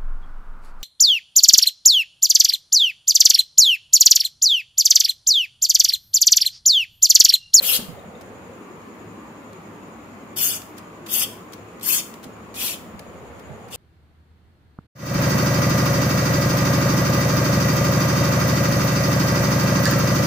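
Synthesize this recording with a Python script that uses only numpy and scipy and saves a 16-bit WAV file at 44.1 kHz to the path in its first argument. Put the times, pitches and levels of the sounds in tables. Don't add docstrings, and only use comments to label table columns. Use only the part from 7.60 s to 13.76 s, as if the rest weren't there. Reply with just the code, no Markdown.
import sys
import numpy as np
from scipy import signal
from scipy.fft import rfft, irfft, next_fast_len
from scipy.io import wavfile
from scipy.ndimage import uniform_filter1d

SR = 44100
rng = np.random.default_rng(int(sys.argv[2]) if len(sys.argv) > 2 else 0)


def store_pcm(level_fs):
    pcm = np.round(np.clip(level_fs, -1, 1) * 32767).astype(np.int16)
    wavfile.write(sys.argv[1], SR, np.atleast_2d(pcm).T)


N = 271656

# start in seconds, rise in seconds, length in seconds,
# level at full speed in dB before the hiss and jet trims, swell up to it in dB, sag after it in dB
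# (negative grows), jet trim in dB, lift of the barrel resonance in dB, depth of the hollow in dB.
STROKES = [(0.016, 0.09, 0.15, -26.5, 7, -4, 8, 6, 0), (2.759, 0.098, 0.21, -25.5, 6.5, 7.5, 3.5, -1, 53),
           (3.475, 0.1, 0.16, -26, 22.5, -1.5, 6.5, 5, 40),
           (4.22, 0.12, 0.178, -23.5, 18.5, 3.5, 3.5, 1, 29), (4.945, 0.13, 0.2, -27.5, 16, 8, -1, 3, 2),
           (6.099, 0.08, .16, -34, 18, 0, -3, 6.5, 9)]
# frequency in Hz, relative density in dB per Hz.
HISS = [(150, -37), (600, -14.5), (1200, -12.5), (1900, -12), (2500, -3.5), (3200, -0.5), (3700, -2),
        (4500, -1), (5600, -3), (6800, 0), (8000, -1), (9300, -3.5), (11000, -3.5), (12000, -8),
        (13000, -8.5), (15500, -5)]
# frequency in Hz, width in Hz, relative level in dB.
JET = [(6630, 180, -10), (9700, 250, -3), (10570, 500, -1), (11320, 330, -2), (13280, 920, 4.5),
       (13500, 400, -2), (14800, 450, -4), (14700, 400, -11)]
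# frequency in Hz, width in Hz, weight in dB on the stroke's lift.
BARREL = [(2930, 1200, 0)]
# start in seconds, nominal peak in dB before panning,
# length of the scrape in seconds (it is loudest halfway).
TICKS = [(0.001, -29, 0.013), (0.609, -37.5, 0.0081), (1.931, -39.5, 0.003), (3.018, -30, 0.0035),
         (3.167, -42, 0.0093), (3.178, -32.5, 0.0096), (3.461, -29.5, 0.01), (3.922, -34, 0.0036),
         (3.931, -29, 0.008), (4.197, -35, 0.0018), (4.209, -33, 0.011), (4.539, -32, 0.0034),
         (4.627, -36.5, 0.014), (4.639, -31, 0.0068), (4.941, -30, 0.0075), (5.392, -30, 0.0044),
         (5.794, -39.5, 0.0055), (6.081, -43, 0.0087)]
# frequency in Hz, relative density in dB per Hz.
TICK_COLOUR = [(500, -9), (1500, 10), (3500, 10), (6000, 8.5), (9000, 4), (15500, 4)]
# start in seconds, nominal peak in dB
# before rise and panning, pitch in Hz, time to decay 60 dB in seconds, left over right in dB.
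BUMPS = [(0.009, -18.5, 537, 0.032, -2), (0.189, -12.5, 237, 0.031, -2), (0.221, -25, 194, 0.068, 0),
         (0.284, -29, 173, 0.07, -20.5), (0.283, -38, 75, 0.082, -22), (0.327, -38, 106, 0.14, -23),
         (0.378, -24.5, 554, 0.043, -5), (0.391, -35.5, 3730, 0.019, 15), (0.551, -37, 3640, 0.025, 14),
         (4.655, -26, 255, 0.055, -5), (5.032, -19.5, 252, 0.042, -5), (5.276, -34, 208, 0.19, -2),
         (5.335, -29.5, 208, 0.099, -3), (5.346, -37, 77.5, 0.13, -17), (5.487, -37, 81, 0.12, -13),
         (5.685, -38, 77, 0.15, -10), (5.898, -36.5, 141, 0.12, -26), (5.935, -36, 102, 0.11, -17)]
# frequency in Hz, relative density in dB per Hz.
AIR_BELOW = [(25, -47), (48, -23), (66, -9.5), (88, -13), (135, -10.5), (165, -1), (220, -2), (280, -2.5),
             (380, -3.5), (480, -6), (800, -11), (1130, -7.5), (1550, -16.5), (2400, -18.5), (3600, -30),
             (5500, -35.5), (9000, -38), (15500, -38)]
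# frequency in Hz, width in Hz, relative level in dB.
AIR_PEAKS = [(106.5, 4.5, 4), (222, 10.7, 2.4), (308.6, 5.3, 0.66)]
# frequency in Hz, relative density in dB per Hz.
AIR_ABOVE = [(25, -42), (48, -18), (75, -8.5), (130, -4), (205, 0.5), (330, -8), (385, -3), (430, -2),
             (500, 2), (620, -5), (800, -5.5), (950, -10), (1200, -9), (1550, -13.5), (2400, -17.5),
             (3600, -26.5), (5500, -35), (9000, -35.5), (15500, -37)]
# frequency in Hz, left-right likeness from -1 to 1.
AIR_LIKENESS = [(60, 1), (130, 0.99), (290, 0.88), (640, 0.65), (1410, 0.05), (3100, -0.024), (6820, 0.1),
                (15000, -0.13)]
# time in seconds, height from 0 near the floor to 1 above the pump.
HEIGHT = [(0, 0.96), (0.4, 1), (0.75, 0.62), (1.05, 0.025), (4.8, 0.027), (5.3, 0.4), (5.75, 0.99),
          (6.16, 0.74)]
# time in seconds, rumble level in dB before panning.
HANDLING = [(0, -58), (0.35, -56), (0.7, -54), (1.0, -64), (2.0, -68.5), (2.9, -60), (3.3, -62), (4.6, -67),
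            (5.0, -54.5), (6.16, -48)]
# frequency in Hz, relative density in dB per Hz.
RUMBLE = [(25, -42), (50, -16), (75, 11.5), (120, -1), (190, -11), (330, -32), (1500, -62)]
# frequency in Hz, width in Hz, relative level in dB.
THROB_BAND = [(6890, 420, 0)]
# frequency in Hz, time to decay 60 dB in seconds.
ROOM_DECAY = [(200, 0.45), (3000, 0.4), (7000, 0.37), (13000, 0.38), (16000, 0.56)]

AIR_BELOW_DB, AIR_ABOVE_DB = -40.5, -41
THROB_BAND_DB, THROB_HZ, THROB_DEPTH = -62.5, 10.8, 0.35
SLIP_SPREAD = 0.3
SWELL_POWER = 2.03
OPEN_S, SHUT_DB_PER_S = 0.012, 660
RELEASE_S = 0.019
JET_BEST, JET_FALL_DB = 0.48, 8.5
HOLLOW_HZ, HOLLOW_WIDTH_HZ = 3983, 180
LEFT_LAG_S = 0.000075
EDGE_HZ = 15650


def gain_of(db):
    return 10 ** (np.asarray(db) / 20)


def evened(x):
    return x / np.sqrt(np.mean(x ** 2) + 1e-20)


def read(points, hz):
    f, value = np.transpose(points)
    return np.interp(np.log(hz + 1), np.log(f + 1), value)


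def add(mix, s, sound):
    part = mix[:, max(round(s * SR), 0):][:, :sound.shape[1]]
    part += sound[:, :part.shape[1]]


def panned(db):
    return gain_of([[db / 2], [-db / 2]])


def bells(peaks, hz):
    power = 0
    for f, width, db in peaks:
        gain = gain_of(db) / (1 + ((hz - f) / (0.75 * width)) ** 2)
        power = power + gain ** 2
    return np.sqrt(power)


def noise(gain, size, likeness):
    left, other = rfft(rng.standard_normal((2, size)))
    likeness = np.clip(likeness, -1, 1)
    right = likeness * left + np.sqrt(1 - likeness ** 2) * other
    return evened(irfft(np.array([left, right]) * gain, size))


def swirl(x, patch_db, size, count):
    overlap = size - size // 4
    z = signal.stft(x, nperseg=size, noverlap=overlap)[2]
    patches = rng.standard_normal(z.shape[1:])
    for axis, span in ((0, 3), (0, 3), (1, count), (1, count)):
        patches = uniform_filter1d(patches, span, axis)
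    z = z * gain_of(patch_db * evened(patches))
    return evened(signal.istft(z, nperseg=size, noverlap=overlap)[1][:, :x.shape[1]])


def background(below_pan_db=0.75, above_pan_db=0.5, rumble_pan_db=-6, waver_db=1.56):
    size = next_fast_len(N, True)
    hz, t = np.fft.rfftfreq(size, 1 / SR), np.arange(N) / SR
    likeness = read(AIR_LIKENESS, hz)
    below_colour = np.hypot(gain_of(read(AIR_BELOW, hz)), bells(AIR_PEAKS, hz))
    below = noise(below_colour, size, likeness)[:, :N]
    above = noise(gain_of(read(AIR_ABOVE, hz)), size, likeness)[:, :N]
    below = gain_of(AIR_BELOW_DB) * swirl(below, waver_db, size=2048, count=5) * panned(below_pan_db)
    above = gain_of(AIR_ABOVE_DB) * swirl(above, waver_db, size=2048, count=5) * panned(above_pan_db)
    height = np.clip(np.interp(t, *np.transpose(HEIGHT)), 0, 1)
    air = np.sqrt(1 - height) * below + np.sqrt(height) * above
    rumble = noise(gain_of(read(RUMBLE, hz)), size, 0.52)[:, :N]
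    grip = gain_of(np.interp(t, *np.transpose(HANDLING)))
    return air + grip * rumble * panned(rumble_pan_db)


def throbbing_band():
    size = next_fast_len(N, True)
    band = noise(bells(THROB_BAND, np.fft.rfftfreq(size, 1 / SR)), size, 0)[:, :N]
    throb = 1 + THROB_DEPTH * np.sin(2 * np.pi * THROB_HZ * np.arange(N) / SR)
    return gain_of(THROB_BAND_DB) * band * throb


def tick(s, db, length, crest_db=7.5, pan_db=2.0):
    size = 2048
    u = np.arange(size) / SR / (max(length, 1e-3) / 2)
    colour = gain_of(read(TICK_COLOUR, np.fft.rfftfreq(size, 1 / SR)))
    scrape = noise(colour, size, 0.041)
    slips = np.exp(SLIP_SPREAD * evened(uniform_filter1d(rng.standard_normal(size), size=30)))
    envelope = u * np.exp(1 - u)
    return s, gain_of(db - crest_db) * envelope * evened(slips * scrape) * panned(pan_db)


def bump(s, db, hz, t60, pan_db, knock_db=-16, knock_hz=900, knock_s=0.012, rise_s=0.0062):
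    size = 2 ** 13
    t = np.arange(size) / SR
    ring = np.sin(2 * np.pi * hz * t) * gain_of(-60 * t / t60)
    dull = 1 / (1 + (np.fft.rfftfreq(size, 1 / SR) / knock_hz) ** 2)
    knock = noise(dull, size, 0.86) * np.exp(-t / knock_s)
    soft_start = 1 - np.exp(-t / rise_s)
    return s, gain_of(db) * soft_start * (ring + gain_of(knock_db) * knock) * panned(pan_db)


def push(t, rise, length, peak_db, swell_db, sag_db):
    gathering = np.maximum(1 - t / rise, 0) ** SWELL_POWER
    tiring = np.clip((t - rise) / (length - rise), 0, 1)
    shutting = np.maximum(t - length, 0)
    return peak_db - swell_db * gathering - sag_db * tiring - SHUT_DB_PER_S * shutting


def near_surfaces(x, echo=0.27, shortest_s=0.000488, longest_s=0.003, drift_s_per_s=0.00041):
    hz, t, z = signal.stft(x, SR, nperseg=512, noverlap=384)
    delay = rng.uniform(shortest_s, longest_s, size=(5, 2, 1, 1))
    delay = delay + drift_s_per_s * rng.standard_normal((5, 1, 1, 1)) * t
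    echoes = np.exp(-2j * np.pi * hz[:, None] * delay).sum(0)
    z = z * abs(1 + echo * echoes)
    return evened(signal.istft(z, SR, nperseg=512, noverlap=384)[1][:, :x.shape[1]])


def stroke(start, rise, length, peak_db, swell_db, sag_db, bright_db, barrel_db, hollow_db,
           hiss_db=4.0, jet_db=1.0, jet_pan_db=17, hiss_pan_db=1.5, flutter_db=-0.23,
           eddy_db=3.5, likeness=0.36):
    t = np.arange(0, length + RELEASE_S, 1 / SR)
    size = 2 ** 14
    hz = np.fft.rfftfreq(size, 1 / SR)
    right = np.arange(2)[:, None]
    dip_db = hollow_db * np.exp(-((hz - HOLLOW_HZ) / HOLLOW_WIDTH_HZ) ** 2)
    path = gain_of(-dip_db) * np.exp(2j * np.pi * hz * LEFT_LAG_S * right)
    body = gain_of(read(HISS, hz) + barrel_db * bells(BARREL, hz))
    hiss = near_surfaces(noise(body * path, size, likeness))
    jet = near_surfaces(noise(bells(JET, hz) * path, size, likeness))
    hiss = swirl(hiss, eddy_db, size=256, count=14)[:, :len(t)] * panned(hiss_pan_db)
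    jet = swirl(jet, eddy_db, size=256, count=14)[:, :len(t)] * evened(panned(jet_pan_db))
    flutter = evened(uniform_filter1d(rng.standard_normal(size), size=120))[:len(t)]
    flow_db = push(t, rise, length, peak_db, swell_db, sag_db) + flutter_db * flutter
    flow = gain_of(flow_db) * np.minimum(t / OPEN_S, 1)
    ringing_db = bright_db - JET_FALL_DB * ((t / length - JET_BEST) / (1 - JET_BEST)) ** 2
    return start, flow * gain_of(hiss_db) * hiss, flow * gain_of(jet_db + ringing_db) * jet


def room(x, dull_hz=19000):
    taps = np.zeros((2, SR))
    at = np.arange(200, SR - 20, 20)
    at = at + rng.integers(0, 20, (2, len(at)))
    np.put_along_axis(taps, at, rng.choice([-1., 1.], at.shape), 1)
    hz, t, z = signal.stft(taps, SR, nperseg=256)
    walls = 1 / (1 + (hz[:, None] / dull_hz) ** 4)
    decay = gain_of(-60 * t / read(ROOM_DECAY, hz)[:, None])
    tail = signal.istft(z * walls * decay, SR, nperseg=256)[1]
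    return signal.fftconvolve(x, tail / np.linalg.norm(tail[0]), axes=1)[:, :N]


def scene(room_db=-11.5, spread=0.27, jet_room_db=-4):
    pump, beam = np.zeros((2, 2, N))
    for row in STROKES:
        s, hiss, jet = stroke(*row)
        add(pump, s, hiss)
        add(beam, s, jet)
    for row in TICKS:
        add(pump, *tick(*row))
    for row in BUMPS:
        add(pump, *bump(*row))
    scattered = pump + gain_of(jet_room_db) * beam
    crossed = scattered + spread * scattered[::-1]
    return pump + beam + gain_of(room_db) * room(crossed) + background() + throbbing_band()


def record(dry):
    low_pass = signal.firwin(401, EDGE_HZ, window=("kaiser", 9), fs=SR)
    return signal.oaconvolve(dry, low_pass[None], "same")


dry = scene()
out = record(dry)
store_pcm(out)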